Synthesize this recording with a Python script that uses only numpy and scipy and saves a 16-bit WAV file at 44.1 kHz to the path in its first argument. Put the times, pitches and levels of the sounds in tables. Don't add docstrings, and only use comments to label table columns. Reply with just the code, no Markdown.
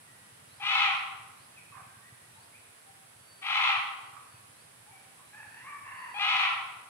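import sys
import numpy as np
from scipy import signal
from scipy.fft import rfft, irfft, next_fast_len
from scipy.io import wavfile
from scipy.ndimage import uniform_filter1d

SR = 44100
rng = np.random.default_rng(int(sys.argv[2]) if len(sys.argv) > 2 else 0)


def unload_wav(signal):
    wavfile.write(
        sys.argv[1],
        SR,
        np.round(np.clip(np.atleast_2d(signal).T, -1, 1) * 32767).astype(np.int16),
    )


N = 303981
T = np.arange(N) / SR

# frequency_hz, relative_level_db
FAR_THROAT = [(500, -20), (780, -4), (1100, 0.5), (1380, 4), (1750, 8.5), (2000, 0), (2300, 3.5),
              (2800, -5.5), (3150, -30), (6000, -55)]


def undb(db):
    return 10 ** (np.asarray(db) / 20)


def unit(x):
    return x / np.sqrt(np.mean(x ** 2))


def colour(x, points):
    hz, db = np.transpose(points)
    size = next_fast_len(x.shape[-1] + 2048)
    f = np.maximum(np.fft.rfftfreq(size, 1 / SR), 1)
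    gain = undb(np.interp(np.log(f), np.log(hz), db))
    return irfft(rfft(x, size) * gain, size)[..., :x.shape[-1]]


def with_peaks(outline, peaks):
    hz = np.arange(100, SR // 2, 10)
    knots, db = np.transpose(outline)
    db = np.interp(np.log(hz), np.log(knots), db)
    for centre, width, peak_db in peaks:
        db = db + peak_db * np.exp(-.5 * ((hz - centre) / width) ** 2)
    return np.transpose([hz, db])


def wander(size, rate, count=1024):
    return np.interp(np.arange(size) / SR * rate, np.arange(count), rng.standard_normal(count))


def pan(x, pan_db):
    return x * undb(np.array([[pan_db], [-pan_db]]) / 2)


def diffuse(size, side_db):
    mid, side = rng.standard_normal((2, size))
    return unit(mid + undb(side_db) * side * np.array([[1], [-1]]))


def enclosure(x, direct_db, wet_db, t60_s, treble_t60_s, build_s, side_db, pan_db, lag_count):
    t = T[:int(1.5 * SR)]
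    scatter = diffuse(len(t), side_db)
    low = colour(scatter, [(1500, 5.5), (4500, -43)])
    treble = scatter - low
    tail = low * undb(-60 * t / t60_s) + treble * undb(-60 * t / treble_t60_s)
    tail *= 1 - np.exp(-t / build_s)
    tail /= np.sqrt(np.sum(tail ** 2) / 2)
    straight = pan(np.array([x, np.roll(x, lag_count)]), pan_db)
    scattered = signal.fftconvolve(x[None], tail, axes=1)[:, :N]
    return undb(direct_db) * straight + undb(wet_db) * scattered


def voice(rows, throat, jitter=0.0588, jitter_rate=420, shimmer=1.0, rasp=0.97, rattle=0.12, rattle_hz=110):
    times, *columns = np.transpose(rows)
    on = (T >= times[0]) & (T < times[-1])
    hz, db, rough, bright = (np.interp(T[on], times, column) for column in columns)
    size = len(hz)
    unsteady_hz = hz * (1 + jitter * rough * wander(size, jitter_rate))
    phase = 2 * np.pi * np.cumsum(unsteady_hz) / SR
    k = np.arange(1, int(SR / 4 / hz.max()) + 1)[:, None]
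    octaves = np.log2(np.minimum(k * hz, 3500) / hz)
    gains = undb(bright * octaves)
    overtones = (gains * np.sin(k * phase - k ** 2 / 2)).sum(0)
    folds = overtones / np.sqrt((gains ** 2).sum(0))
    air = (1 + np.cos(phase)) * np.resize(rng.standard_normal(SR), size)
    source = folds * (1 + shimmer * rough * wander(size, 260)) + rasp * rough * air
    rattling = source * (1 + rattle * rough * wander(size, rattle_hz))
    sound = colour(rattling, throat)
    power = uniform_filter1d(sound ** 2, size=SR // 25)
    out = np.zeros(N)
    out[on] = sound / np.sqrt(power) * undb(db) * signal.windows.tukey(size, .05)
    return out


def arch(call, attack_s, release_s, release_db, rise_power, fall_power,
         opening_dull_db, closing_dull_db, edge_rough, count=96):
    start, crest, end, start_hz, crest_hz, end_hz, db, rough, bright = call
    t = np.linspace(start, end, count)
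    before = np.clip((crest - t) / (crest - start), 0, 1) ** rise_power
    after = np.clip((t - crest) / (end - crest), 0, 1) ** fall_power
    hz = crest_hz + (start_hz - crest_hz) * before + (end_hz - crest_hz) * after
    attack = 20 * np.log10(np.maximum(1 - np.exp((start - t) / attack_s), .05))
    release = release_db * np.clip(1 - (end - t) / release_s, 0, 1)
    strain = edge_rough + (1 - edge_rough) * np.sin(np.pi * (t - start) / (end - start))
    brightness = bright - opening_dull_db * before - closing_dull_db * after
    return np.transpose([t, hz, db + attack + release, rough * strain, brightness])


def hiss():
    # frequency_hz, relative_level_db (per Hz)
    air_shape = [(150, -15.5), (250, -10.5), (682, -7.5), (773, -6.5), (889, -6.5), (1890, -7.5),
                 (2110, -9), (2290, -9), (7000, -19), (9100, -23), (15400, -120)]
    # frequency_hz, relative_level_db (per Hz)
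    treble_shape = [(6500, -22), (7500, -10), (8500, -2), (9400, -7.5), (10300, 0), (11100, -4),
                    (11800, -14.5), (12700, -17), (13000, -14), (13500, -20), (14500, -16.5), (15700, -22)]
    air = unit(colour(diffuse(N, 1), [(30, -34)] + list(air_shape)))
    air = air * undb(-58.0 + .5 * wander(N, 3.75))
    treble = unit(colour(diffuse(N, 1), [(3000, -64)] + list(treble_shape)))
    return air + pan(undb(-60.5) * treble, -7.0)


def camera_motor(ring_hz=118, ring_s=0.011, scatter=0.89, rumble_db=-1):
    # time_s, level_db
    flutter_levels = [(0.0, -62.5), (0.44, -65), (2.63, -65), (2.74, -75), (2.94, -65.5), (3.45, -70),
                      (3.47, -77), (3.76, -63.5), (3.97, -75), (4.2, -67), (6.06, -66), (6.89, -69)]
    # start_s, end_s, speed (share of full), level_db (before its wavering)
    whines = [(3.15, 3.55, 1, -64.5), (3.88, 4.09, 1, -70), (4.22, 4.4, 1, -70), (5.22, 5.35, .881, -66.5),
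              (5.41, 5.6, 1, -70), (5.9, 6.6, 1, -64.5)]
    beat_hz, full_speed_hz, swell_s = 19.4, 4535, 0.12

    beats = np.arange(.012, T[-1], 1 / beat_hz)
    chance = rng.standard_normal((len(beats), 2))
    places = np.clip((beats + .002 * chance[:, 0]) * SR, 0, N - 1).astype(int)
    knocks = np.zeros(N)
    knocks[places] = 1 + scatter * chance[:, 1]
    t = T[:SR // 10]
    body_ring = np.exp(-t / ring_s) * np.sin(2 * np.pi * ring_hz * t)
    thuds = signal.fftconvolve(knocks, body_ring)[:N]
    thuds = unit(colour(thuds, [(30, -29), (90, 1.0), (200, -0.5), (500, 2)]))
    rumble = unit(colour(rng.standard_normal(N), [(20, -44), (45, -24), (75, -9.0), (110, 1.5),
                                                  (160, -1.0), (250, -6.5), (400, -22.5), (1500, -37)]))
    flutter_db = np.interp(T, *np.transpose(flutter_levels))
    flutter = unit(thuds + undb(rumble_db) * rumble) * undb(flutter_db)

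    whine = 0
    for start, end, speed, db in whines:
        swell = np.tanh(np.maximum(T - start, 0) / swell_s)
        gate = np.clip((end - T) / 0.0088, 0, 1) * swell
        whine = whine + undb(db) * gate * np.sin(2 * np.pi * speed * full_speed_hz * T)
    return flutter + whine * undb(2.6 * wander(N, 25))


def short_calls(calls, rough, bright_db, pan_db, edge_db=-9):
    dry = 0
    for start, length, hz0, hz1, db in calls:
        swell = [(start, hz0, db + edge_db),
                 (start + length / 2, (hz0 + hz1) / 2, db),
                 (start + length, hz1, db + edge_db)]
        rows = [(*point, rough, bright_db) for point in swell]
        dry = dry + voice(rows, FAR_THROAT, jitter=0.187, rasp=0.84)
    return dry, pan(dry, pan_db) - dry


def far_animals():
    # start_s, crest_s, end_s, start_pitch_hz, crest_pitch_hz, end_pitch_hz,
    # level_db (before the enclosure), roughness (0-1), brightness (dB per octave)
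    wail_rows = [(5.323, 5.394, 5.49, 779, 878, 809, -49.5, 0.57, 0.5),
                 (5.5, 5.64, 5.8, 824, 968, 905, -52, 0.69, 4),
                 (5.638, 5.697, 5.82, 1018, 1170, 1123, -45.5, 0.28, -5),
                 (5.84, 5.919, 6.15, 846, 954, 949, -48, 0.54, 8),
                 (5.84, 5.869, 6.14, 1067, 1074, 949, -48.5, 0.42, -11)]
    # start_s, length_s, start_hz, end_hz, level_db (before the enclosure)
    hoots = [(2.354, 0.064, 856, 944, -60), (2.862, 0.068, 790, 772, -59), (4.865, .06, 793, 950, -60),
             (4.918, 0.047, 785, 763, -58)]
    # start_s, length_s, start_hz, end_hz, level_db (before the enclosure)
    barks = [(1.717, 0.1, 1103, 1136, -48.5), (1.76, 0.067, 784, 754, -55),
             (4.128, 0.085, 1230, 1131, -49.5), (5.17, 0.078, 1048, 1170, -61)]
    # start_s, length_s, start_hz, end_hz, level_db (before the enclosure)
    chirps = [(.071, 0.08, 1936, 1900, -58.5), (1.562, 0.038, 2720, 2224, -49.5),
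              (1.69, 0.093, 2580, 2494, -61), (1.862, 0.089, 1547, 1637, -59),
              (2.021, 0.083, 1806, 1995, -57), (2.526, 0.057, 2140, 2600, -56),
              (4.338, 0.0607, 2600, 2500, -63), (4.892, 0.13, 2286, 2360, -59.5)]
    wails = 0
    for wail in wail_rows:
        cry = arch(wail, attack_s=0.012, release_s=0.059, release_db=-9, rise_power=1.825, fall_power=1.2,
                   opening_dull_db=4.0, closing_dull_db=8.5, edge_rough=1.0)
        wails = wails + voice(cry, FAR_THROAT, jitter=0.101, rasp=0.44, rattle=0.63)
    calls, sides = zip(short_calls(hoots, rough=0.056, bright_db=-37, pan_db=12.5),
                       short_calls(barks, rough=0.503, bright_db=-14.5, pan_db=-9.5),
                       short_calls(chirps, rough=.13, bright_db=-10, pan_db=1.5))
    among_trees = enclosure(wails + sum(calls), direct_db=-2.0, wet_db=0.0, t60_s=1.0, treble_t60_s=1.0,
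                            build_s=0.0074, side_db=-0.5, pan_db=0.5, lag_count=4)
    return sum(sides) + among_trees


def bird():
    # start_s, level_db (before the swell, wavering and enclosure)
    slurs = [(.43, -58), (1.295, -60.5), (2.295, -59), (4.48, -61.5)]
    length_s, low_hz, high_hz = .18, 3750, 5350
    dry = 0
    for start, db in slurs:
        u = np.clip((T - start) / length_s, 0, 1)
        hz = low_hz + (high_hz - low_hz) * np.interp(u, [0, .3, .55, 1], [.45, 0, .25, 1])
        swell = np.sin(np.pi * u) * u
        whistle = np.sin(2 * np.pi * np.cumsum(hz) / SR)
        dry = dry + undb(db + 2 * wander(N, 60)) * swell * whistle
    return enclosure(dry, direct_db=-2.5, wet_db=-2.5, t60_s=.7, treble_t60_s=.6,
                     build_s=.01, side_db=0, pan_db=0, lag_count=0)


def monkey(squeal_swell_db=9):
    # frequency_hz, relative_level_db
    throat_outline = [(430, -38.5), (620, -22), (780, -1), (930, -0.5), (1100, 5.5), (1350, 3.5),
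                      (1600, -9), (2050, 0.5), (2500, 9), (3300, -4.5), (4200, -13.5), (4900, -25.5),
                      (7000, -37.5), (13000, -54)]
    # centre_hz, width_hz, height_db
    throat_peaks = [(801, 27, 8), (910, 48, 1.5), (1025, 27, 2.5), (1323, 42, 4), (1988, 51, 5.5),
                    (2660, 250, -3.5), (3270, 95, 1.5), (5290, 110, 5.5), (6290, 370, 4)]
    # start_s, crest_s, end_s, start_pitch_hz, crest_pitch_hz,
    # end_pitch_hz, level_db (before the enclosure), roughness (0-1), brightness (dB per octave), attack_s
    loud_calls = [(.611, 0.734, .96, 379, 437.9, 336, -26.5, 0.4, 10.5, 0.052),
                  (3.411, 3.596, 3.8, 379.6, 441.7, 344.6, -26, .64, 10, 0.11),
                  (6.186, 6.306, 6.55, 397, 426.7, 312.6, -28, 0.51, 9, 0.013)]
    # start_s, end_s, start_pitch_hz, end_pitch_hz, final_level_db (before the enclosure), roughness (0-1)
    squeals = [(.598, 0.626, 772, 884, -39, 0.37), (6.142, 6.19, 798, 857, -33.5, 0.21)]
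    throat = with_peaks(throat_outline, throat_peaks)
    dry = 0
    for *call, attack_s in loud_calls:
        cry = arch(call, attack_s, release_s=0.11, release_db=-12.5, rise_power=1.4, fall_power=1.6,
                   opening_dull_db=7, closing_dull_db=15, edge_rough=0.51)
        dry = dry + voice(cry, throat, rattle=.45)
    for start, end, hz0, hz1, db, rough in squeals:
        squeal = [(start, hz0, db - squeal_swell_db, rough, 0), (end, hz1, db, rough, 0)]
        dry = dry + voice(squeal, throat)
    return enclosure(dry, direct_db=-0.5, wet_db=0.5, t60_s=0.93, treble_t60_s=0.76,
                     build_s=0.0017, side_db=-0.5, pan_db=5.3, lag_count=5)


def scene():
    return hiss() + camera_motor() + far_animals() + bird() + monkey()


def record(dry):
    top_hz = 15700
    return signal.sosfilt(signal.ellip(10, .2, 70, top_hz, fs=SR, output="sos"), dry)


dry = scene()
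out = record(dry)
unload_wav(out)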